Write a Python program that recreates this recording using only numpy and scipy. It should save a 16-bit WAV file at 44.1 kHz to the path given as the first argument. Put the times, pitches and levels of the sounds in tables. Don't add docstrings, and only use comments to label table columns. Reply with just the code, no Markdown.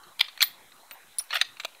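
import sys
import numpy as np
from scipy import signal
from scipy.io import wavfile
from scipy.ndimage import uniform_filter1d

SR = 44100
rng = np.random.default_rng(int(sys.argv[2]) if len(sys.argv) > 2 else 0)


def elevation(decibels):
    levels = np.asarray(decibels, float)
    return 10 ** (levels / 20)


def generate_wav(signal):
    frames = np.transpose(np.atleast_2d(signal))
    scaled = np.clip(frames, -1, 1) * 32767
    pcm = np.round(scaled).astype(np.int16)
    wavfile.write(sys.argv[1], SR, pcm)


N = 79380
PORT_HZ = 3990

# (frequency [Hz], density [dB per Hz])
AIR = [(24, -27), (40, -14), (65, -21), (119, -10), (500, -5.5), (880, 0.5), (3340, -8), (3920, -9.5),
       (5000, -14), (6500, -58), (11000, -120)]
# (frequency [Hz], density [dB per Hz])
HISS = [(2940, -27), (5000, -1), (9110, 1.5), (13800, -1.5), (15600, -7)]

# (time [s], peak [dB], chatter [ms], stock [dB], edge [dB])
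OPENING = [(0.035, -42.5, 1.27, -38, -22), (0.1918, -33.5, 0.65, -4, -5), (0.1948, -20, 3, -17, -10),
           (.206, -16, 4.7, -22, -20), (0.2093, -4.5, 1.57, -48, -17.5), (0.2119, -15, 2.8, -39, -12.5),
           (0.2821, -30.5, 3.1, -11, -30), (0.3757, -29, 0.94, -7, -13.5), (.391, -38.5, 3, -6, -26),
           (0.4056, -14, 2.9, -41, -27), (0.407, -16, 1.6, -42, -19), (.4125, -17, 4, -16, -16),
           (0.4177, -6, 2.2, -21.5, -17), (0.4233, -14.5, 1.8, -39, -5.5), (0.4260, -2.5, 1.3, -32, -6),
           (0.43, -13.5, 2.8, -27, -11), (.433, -18.5, 3.5, -15, -5)]
# (time [s], peak [dB], chatter [ms], stock [dB], edge [dB])
CLOSING = [(0.7188, -42, 1.9, -11, -22), (1.3056, -23.5, 5, -26, -36), (1.319, -28, 2.1, -17, -33),
           (1.329, -20, 2.3, -9, -24), (1.3335, -17, 1.9, -11, -30), (1.3419, -33, 8.9, 3.5, -1),
           (1.3533, -17, 9, -17, -12), (1.356, -13, 1.7, -15, -25.5), (1.363, -21.5, 2.9, -25, -14),
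           (1.369, -17.5, 1.5, -22, -18), (1.381, -30.5, 3.7, -12, -15), (1.391, -37, 3.4, -23, -31),
           (1.4057, -28, 2.9, -14, -21), (1.413, -6, 0.96, -46, -18), (1.4149, -10, 4.24, -40, -15.5),
           (1.569, -37.5, 3.6, -11, -22), (1.5985, -23.5, 1.9, -39, -26.5),
           (1.6005, -28.5, 9.3, -26.5, -15.5), (1.6353, -32.5, 9.1, -22, -22),
           (1.6481, -15, 1.7, -48, -15.5), (1.652, -17.5, 1.7, -42, -18), (1.7487, -41.5, 1.9, -15, -18.5)]
# (time [s], peak [dB], chatter [ms], stock [dB], edge [dB])
BOUNCES = [
    (0.9107, -30, 0.18, -8, 0),
    (0.9138, -32.5, 0.86, -5, -22),
    (0.9177, -33, 0.14, 0, -10),
    (.9215, -44.5, 0.31, -4, -4),
    (1.1847, -25.5, 0.13, -56, 9),
    (1.1867, -43, 2.7, -32, -20),
    (1.1898, -34, 0.43, -33, -21),
    (1.206, -41.5, 2.8, 2, -21),
    (1.239, -48, 1.7, -12, 7),
]
# (time [s], peak [dB], chatter [ms], stock [dB], pebble [dB])
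SKID = [
    (1.1929, -28.5, 2.4, -39, 0),
    (1.198, -38.5, 3.6, -1, 6.5),
]

# (frequency [Hz], level [dB], t60 [s])
ACTION = [(1480, -11, 0.056), (1690, -1.5, 0.0087), (1850, 3, 0.015), (2347, 0, 0.0098),
          (2500, 10.5, 0.0091), (3200, -18, 0.0035), (3100, 2, 0.0098), (3740, 4.5, 0.013),
          (4030, -0.5, 0.027), (4290, 0, 0.05), (4430, -17.5, 0.014), (4750, -23, 0.0033),
          (5800, -14, 0.014), (5940, -9, 0.0099)]
# (frequency [Hz], level [dB], t60 [s])
STOCK = [(670, 6, 0.034), (960, 14, 0.0029), (1320, 21, 0.0085)]
# (frequency [Hz], level [dB], t60 [s])
EDGE = [(6900, 7, 0.0041), (7570, -1, 0.0078), (8740, 7, 0.0086), (10300, 14, 0.0016),
        (12400, 14.5, 0.0013), (14130, 9, 0.0055), (15800, -8.5, 0.0034)]
# (frequency [Hz], level [dB], t60 [s])
PEBBLE = [(5580, -5, 0.0098), (5600, -6, 0.015), (5740, -14, 0.007)]

# (frequency [Hz], width [Hz], level [dB])
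LUGS = [(969, 135, -14.5), (1420, 68, -16.5), (1966, 42, -7.5), (2395, 200, -4), (3350, 185, 2.5),
        (4047, 110, 2), (4900, 120, -5.5), (5840, 120, -32)]
# (frequency [Hz], width [Hz], level [dB])
EXTRACTOR = [(651, 110, -40), (1400, 145, -14), (2460, 120, 0.5), (2950, 93, -8), (3600, 160, -8),
             (4000, 43, -9), (4260, 110, -5.5), (6140, 450, -17.5)]
# (frequency [Hz], width [Hz], level [dB])
EJECTOR = [(670, 160, -26), (1570, 210, -10), (3400, 230, -4.5), (4260, 340, -4), (4840, 240, -8),
           (5850, 210, -13)]
# (frequency [Hz], width [Hz], level [dB])
STOP = [(704, 75, -14.5), (1224, 34, -9.5), (1540, 130, -7), (2250, 270, -3.5), (3370, 130, 3.5),
        (3880, 190, -2), (4320, 200, 0.5), (5620, 120, -9.5), (6760, 390, -15.5), (7570, 170, -16)]
# (frequency [Hz], width [Hz], level [dB])
RAMP = [(1415, 18, -1.5), (1833, 140, 1.5), (2760, 73, 0.5), (2990, 28, -0.5), (3506, 71, -1),
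        (4210, 37, -11), (4300, 140, -11.5), (5260, 63, -11), (5660, 210, -17.5)]
# (frequency [Hz], width [Hz], level [dB])
BREECH = [(740, 63, -13), (1800, 260, -3), (2323, 100, -6.5), (2610, 100, -9), (3080, 180, -3.5),
          (3835, 113, 1.5), (4040, 190, -2.5), (4690, 99, -3), (4950, 110, -25), (6170, 71, -11),
          (6800, 130, -15.5)]
# (frequency [Hz], width [Hz], level [dB])
LOCK = [(1380, 370, -2), (2367, 110, -0.5), (2670, 340, 1), (3520, 52, -1), (3480, 37, -21),
        (3960, 490, 0.5), (4730, 210, -11), (5200, 100, -27), (6180, 140, -9), (7340, 110, -11),
        (7640, 200, -11.5)]
# (start [s], end [s], modes of the part)
PARTS = [
    (.19, .22, LUGS),
    (.4, .416, EXTRACTOR),
    (.416, .42, EJECTOR),
    (.42, .44, STOP),
    (1.325, 1.375, RAMP),
    (1.41, 1.42, BREECH),
    (1.59, 1.66, LOCK),
]

# (time [s], level [dB])
SLIDE = [
    (1.292, -56.5),
    (1.3, -49),
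    (1.32, -44),
    (1.345, -34),
    (1.372, -30.5),
    (1.378, -43),
    (1.405, -43),
    (1.415, -67),
]
# (time [s], level [dB])
DRAW = [
    (.215, -63),
    (.225, -45),
    (.27, -57),
    (.3, -62),
    (.35, -62),
    (.4, -56),
    (.415, -35),
    (.43, -60),
]

# (time [s], level [dB], frequency [Hz],
# t60 [s])
THUMPS = [
    (0.4239, -45.5, 268, 0.025),
    (0.912, -54, 275, 0.027),
    (1.6494, -24, 670, 0.026),
]
# (time [s], level [dB], t60 [s])
BRASS = [
    (.4325, -25, .16),
    (.4325, -27, .12),
    (.4335, -30, .15),
    (.4325, -41, .2),
    (.912, -35, .12),
    (1.1847, -21, .1),
    (1.1847, -37, .15),
    (1.1847, -42, .2),
    (1.3412, -40, .12),
    (1.382, -56, .05),
]
# (frequency [Hz], turn rate [1/s], starting turn [turns], depth [0-1])
TUMBLE = [(14555, 14, -.12, .97), (14435, 10, -.05, 1), (12830, 18, -.07, .52), (9950, 13.5, -.24, .95),
          (14500, 19, -.47, .56), (9862, 17, -.095, .96), (12800, 12.5, 0, .36), (14520, 26, -.04, .95),
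          (12090, 19, -.12, .6), (12100, 20, 0, .5)]


def evened(x):
    return x / np.sqrt(np.mean(x ** 2) + 1e-20)


def read(points, hz):
    f, value = np.transpose(points)
    return np.interp(np.log(hz + 1), np.log(f + 1), value)


def background():
    air_db, hiss_db, patch_db = -57, -62, 3.6
    port_db, port_width_hz = 3.5, 260
    frames, hz = N // 256 + 5, np.fft.rfftfreq(1024, 1 / SR)
    a, b, c, d, patches = rng.standard_normal((frames, 513, 5)).T
    patches = uniform_filter1d(patches, 14, 0)
    patches = evened(uniform_filter1d(patches, 12, 1))
    port = 1 + elevation(port_db) / (1 + (2 * (hz - PORT_HZ) / port_width_hz) ** 2)
    fall_db = -12 * np.clip((hz - PORT_HZ) / 1200, 0, 3)
    air_shape = elevation(read(AIR, hz) + fall_db) * port
    hiss_shape = elevation(read(HISS, hz)) * hz ** 2 / (hz ** 2 + 1500 ** 2) * (hz < 15720)
    air_bins = (a + 1j * b) * air_shape[:, None] * elevation(patch_db * patches)
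    hiss_bins = (c + 1j * d) * hiss_shape[:, None]
    both = np.array([air_bins, hiss_bins])
    air, hiss = signal.istft(both, nperseg=1024, noverlap=768)[1][:, :N]
    return elevation(air_db) * evened(air) + elevation(hiss_db) * evened(hiss)


def touches(size):
    touches_per_s, spread_db = 7000, 3
    draw = rng.random((size, 3))
    sign = np.sign(draw[:, 0] - .5)
    force = elevation(-spread_db * np.log(draw[:, 1] + 0.013))
    return sign * force * (draw[:, 2] < touches_per_s / SR)


def ring(modes, damp, tilt_db=0):
    spot_db, detune, pivot_hz = 2.5, 0.04, 2800
    hz, db, t60 = np.transpose(modes)[:, :, None]
    t = np.arange(2200) / SR
    spot = rng.standard_normal((len(modes), 3))
    swing = np.sign(spot[:, 2:]) * np.sin(2 * np.pi * hz * (1 + detune * spot[:, 1:2]) * t)
    level_db = db + tilt_db * np.log2(hz / pivot_hz) + spot_db * spot[:, :1]
    return (elevation(level_db - 60 * t / (t60 * damp)) * swing).sum(0)


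def struck(push, part):
    spot_db, detune, damping_hz, rise_s = 0.77, 0.0031, 87, .0007
    hz, width, db = np.transpose(part)[:, :, None]
    t = np.arange(2200) / SR
    spot = rng.standard_normal((len(part), 3))
    width = width + damping_hz
    swing = np.sign(spot[:, 2:]) * np.sin(2 * np.pi * hz * (1 + detune * spot[:, 1:2]) * t)
    modes = np.exp(-np.pi * width * t) * np.minimum(t / rise_s, 1) * swing
    rung = signal.fftconvolve(push[None], modes, axes=1)
    share = rung / np.linalg.norm(rung, axis=1, keepdims=True)
    return (elevation(db + spot_db * spot[:, :1]) * np.sqrt(width) * share).sum(0)


def blow(s, peak_db, chatter_ms, stock_db, edge_db, damp=1, edges=EDGE):
    rise_ms = 0.24
    t = np.arange(1200) / SR
    push = touches(size=1200)
    push[3] = 1.78
    push = push * np.exp(-1000 * t / max(chatter_ms, .05)) * np.minimum(0.64 + 1000 * t / rise_ms, 1)
    part = [modes for start, end, modes in PARTS if start < s < end]
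    if part:
        action = struck(push, part[0])
    else:
        tilt_db = 0.26 * (-5 - stock_db)
        action = np.convolve(push, ring(ACTION, damp, tilt_db))
    stock = np.convolve(push, ring(STOCK, damp))
    edge = np.convolve(push, ring(edges, damp))
    body = action / abs(action).max()
    body = body + elevation(stock_db) * stock / abs(stock).max()
    body = body + elevation(edge_db) * edge / abs(edge).max()
    return s, elevation(peak_db) * body


def clearing(x):
    t = np.arange(15000) / SR
    taps = rng.choice([-1., 1.], len(t)) * (rng.random(len(t)) < .05)
    trees = elevation(-60 * t / 0.34) * np.minimum(t / 0.0043, 1)
    slap, far = (np.exp(-((t - delay_s) / .004) ** 2) for delay_s in (.036, .076))
    tail = np.zeros(len(t))
    for db, shape in ((-19.5, trees), (-28, slap), (-42, far)):
        tail += elevation(db) * taps * shape / np.linalg.norm(taps * shape)
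    band = signal.butter(2, (1650, 6200), "bandpass", fs=SR, output="sos")
    echo = signal.sosfilt(band, signal.fftconvolve(x, tail)[:N])
    return echo + elevation(-18.5) * signal.lfilter(*signal.iirpeak(PORT_HZ, 5.5, SR), echo)


def travel(curve):
    s, db = np.transpose(curve)
    push = touches(size=N)
    scrape = np.zeros(N)
    for modes, tilt_db, level_db in ((ACTION, -3, -.1), (STOCK, 0, -14), (EDGE, 0, -20)):
        rung = signal.oaconvolve(push, ring(modes, 0.49, tilt_db))[:N]
        scrape += elevation(level_db) * evened(rung)
    return elevation(np.interp(np.arange(N) / SR, s, db, -200, -200)) * scrape


def thump(s, db, hz, t60):
    t = np.arange(2000) / SR
    return s, elevation(db - 60 * t / t60) * np.minimum(t / 0.0013, 1) * np.sin(2 * np.pi * hz * t)


def brass(s, db, t60, hz, turns, start, depth):
    wobble_hz, wobble_per_s, edge_on = 14, 21, .2
    t = np.arange(9000) / SR
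    drift = wobble_hz * np.sin(2 * np.pi * (wobble_per_s * t + rng.random()))
    facing = np.hypot(1 - depth * (1 - np.cos(2 * np.pi * (turns * t + start))), edge_on)
    envelope = np.sqrt(2) * elevation(db - 60 * t / t60) * facing * np.minimum(t / 0.00071, 1)
    return s, envelope * np.sin(2 * np.pi * np.cumsum(hz + drift) / SR)


def band_limited(x):
    low = signal.butter(6, 570, "highpass", fs=SR, output="sos")
    top = signal.butter(14, 15750, fs=SR, output="sos")
    leak = elevation(-24) * signal.lfilter(*signal.butter(2, 158, "highpass", fs=SR), x)
    return signal.sosfilt(top, signal.sosfilt(low, x) + leak)


def add(mix, s, sound):
    part = mix[round(s * SR):][:len(sound)]
    part += sound[:len(part)]


def scene():
    rifle, case = travel(SLIDE) + travel(DRAW), np.zeros(N)
    for row in OPENING + CLOSING:
        add(rifle, *blow(*row))
    for row in BOUNCES:
        add(rifle, *blow(*row, damp=0.34))
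    for row in SKID:
        add(rifle, *blow(*row, damp=0.72, edges=PEBBLE))
    for row in THUMPS:
        add(case, *thump(*row))
    for row, turn in zip(BRASS, TUMBLE):
        add(case, *brass(*row, *turn))
    return (band_limited(rifle + clearing(rifle)) + case + background())[None]


def low_pass(x):
    return signal.sosfilt(signal.butter(12, 16810, fs=SR, output="sos"), x)


def record(dry):
    ceiling, knee, offset = .97, 14, -.0006
    limited = dry / (1 + abs(dry / ceiling) ** knee) ** (1 / knee)
    return low_pass(limited + offset)


dry = scene()
out = record(dry)
generate_wav(out)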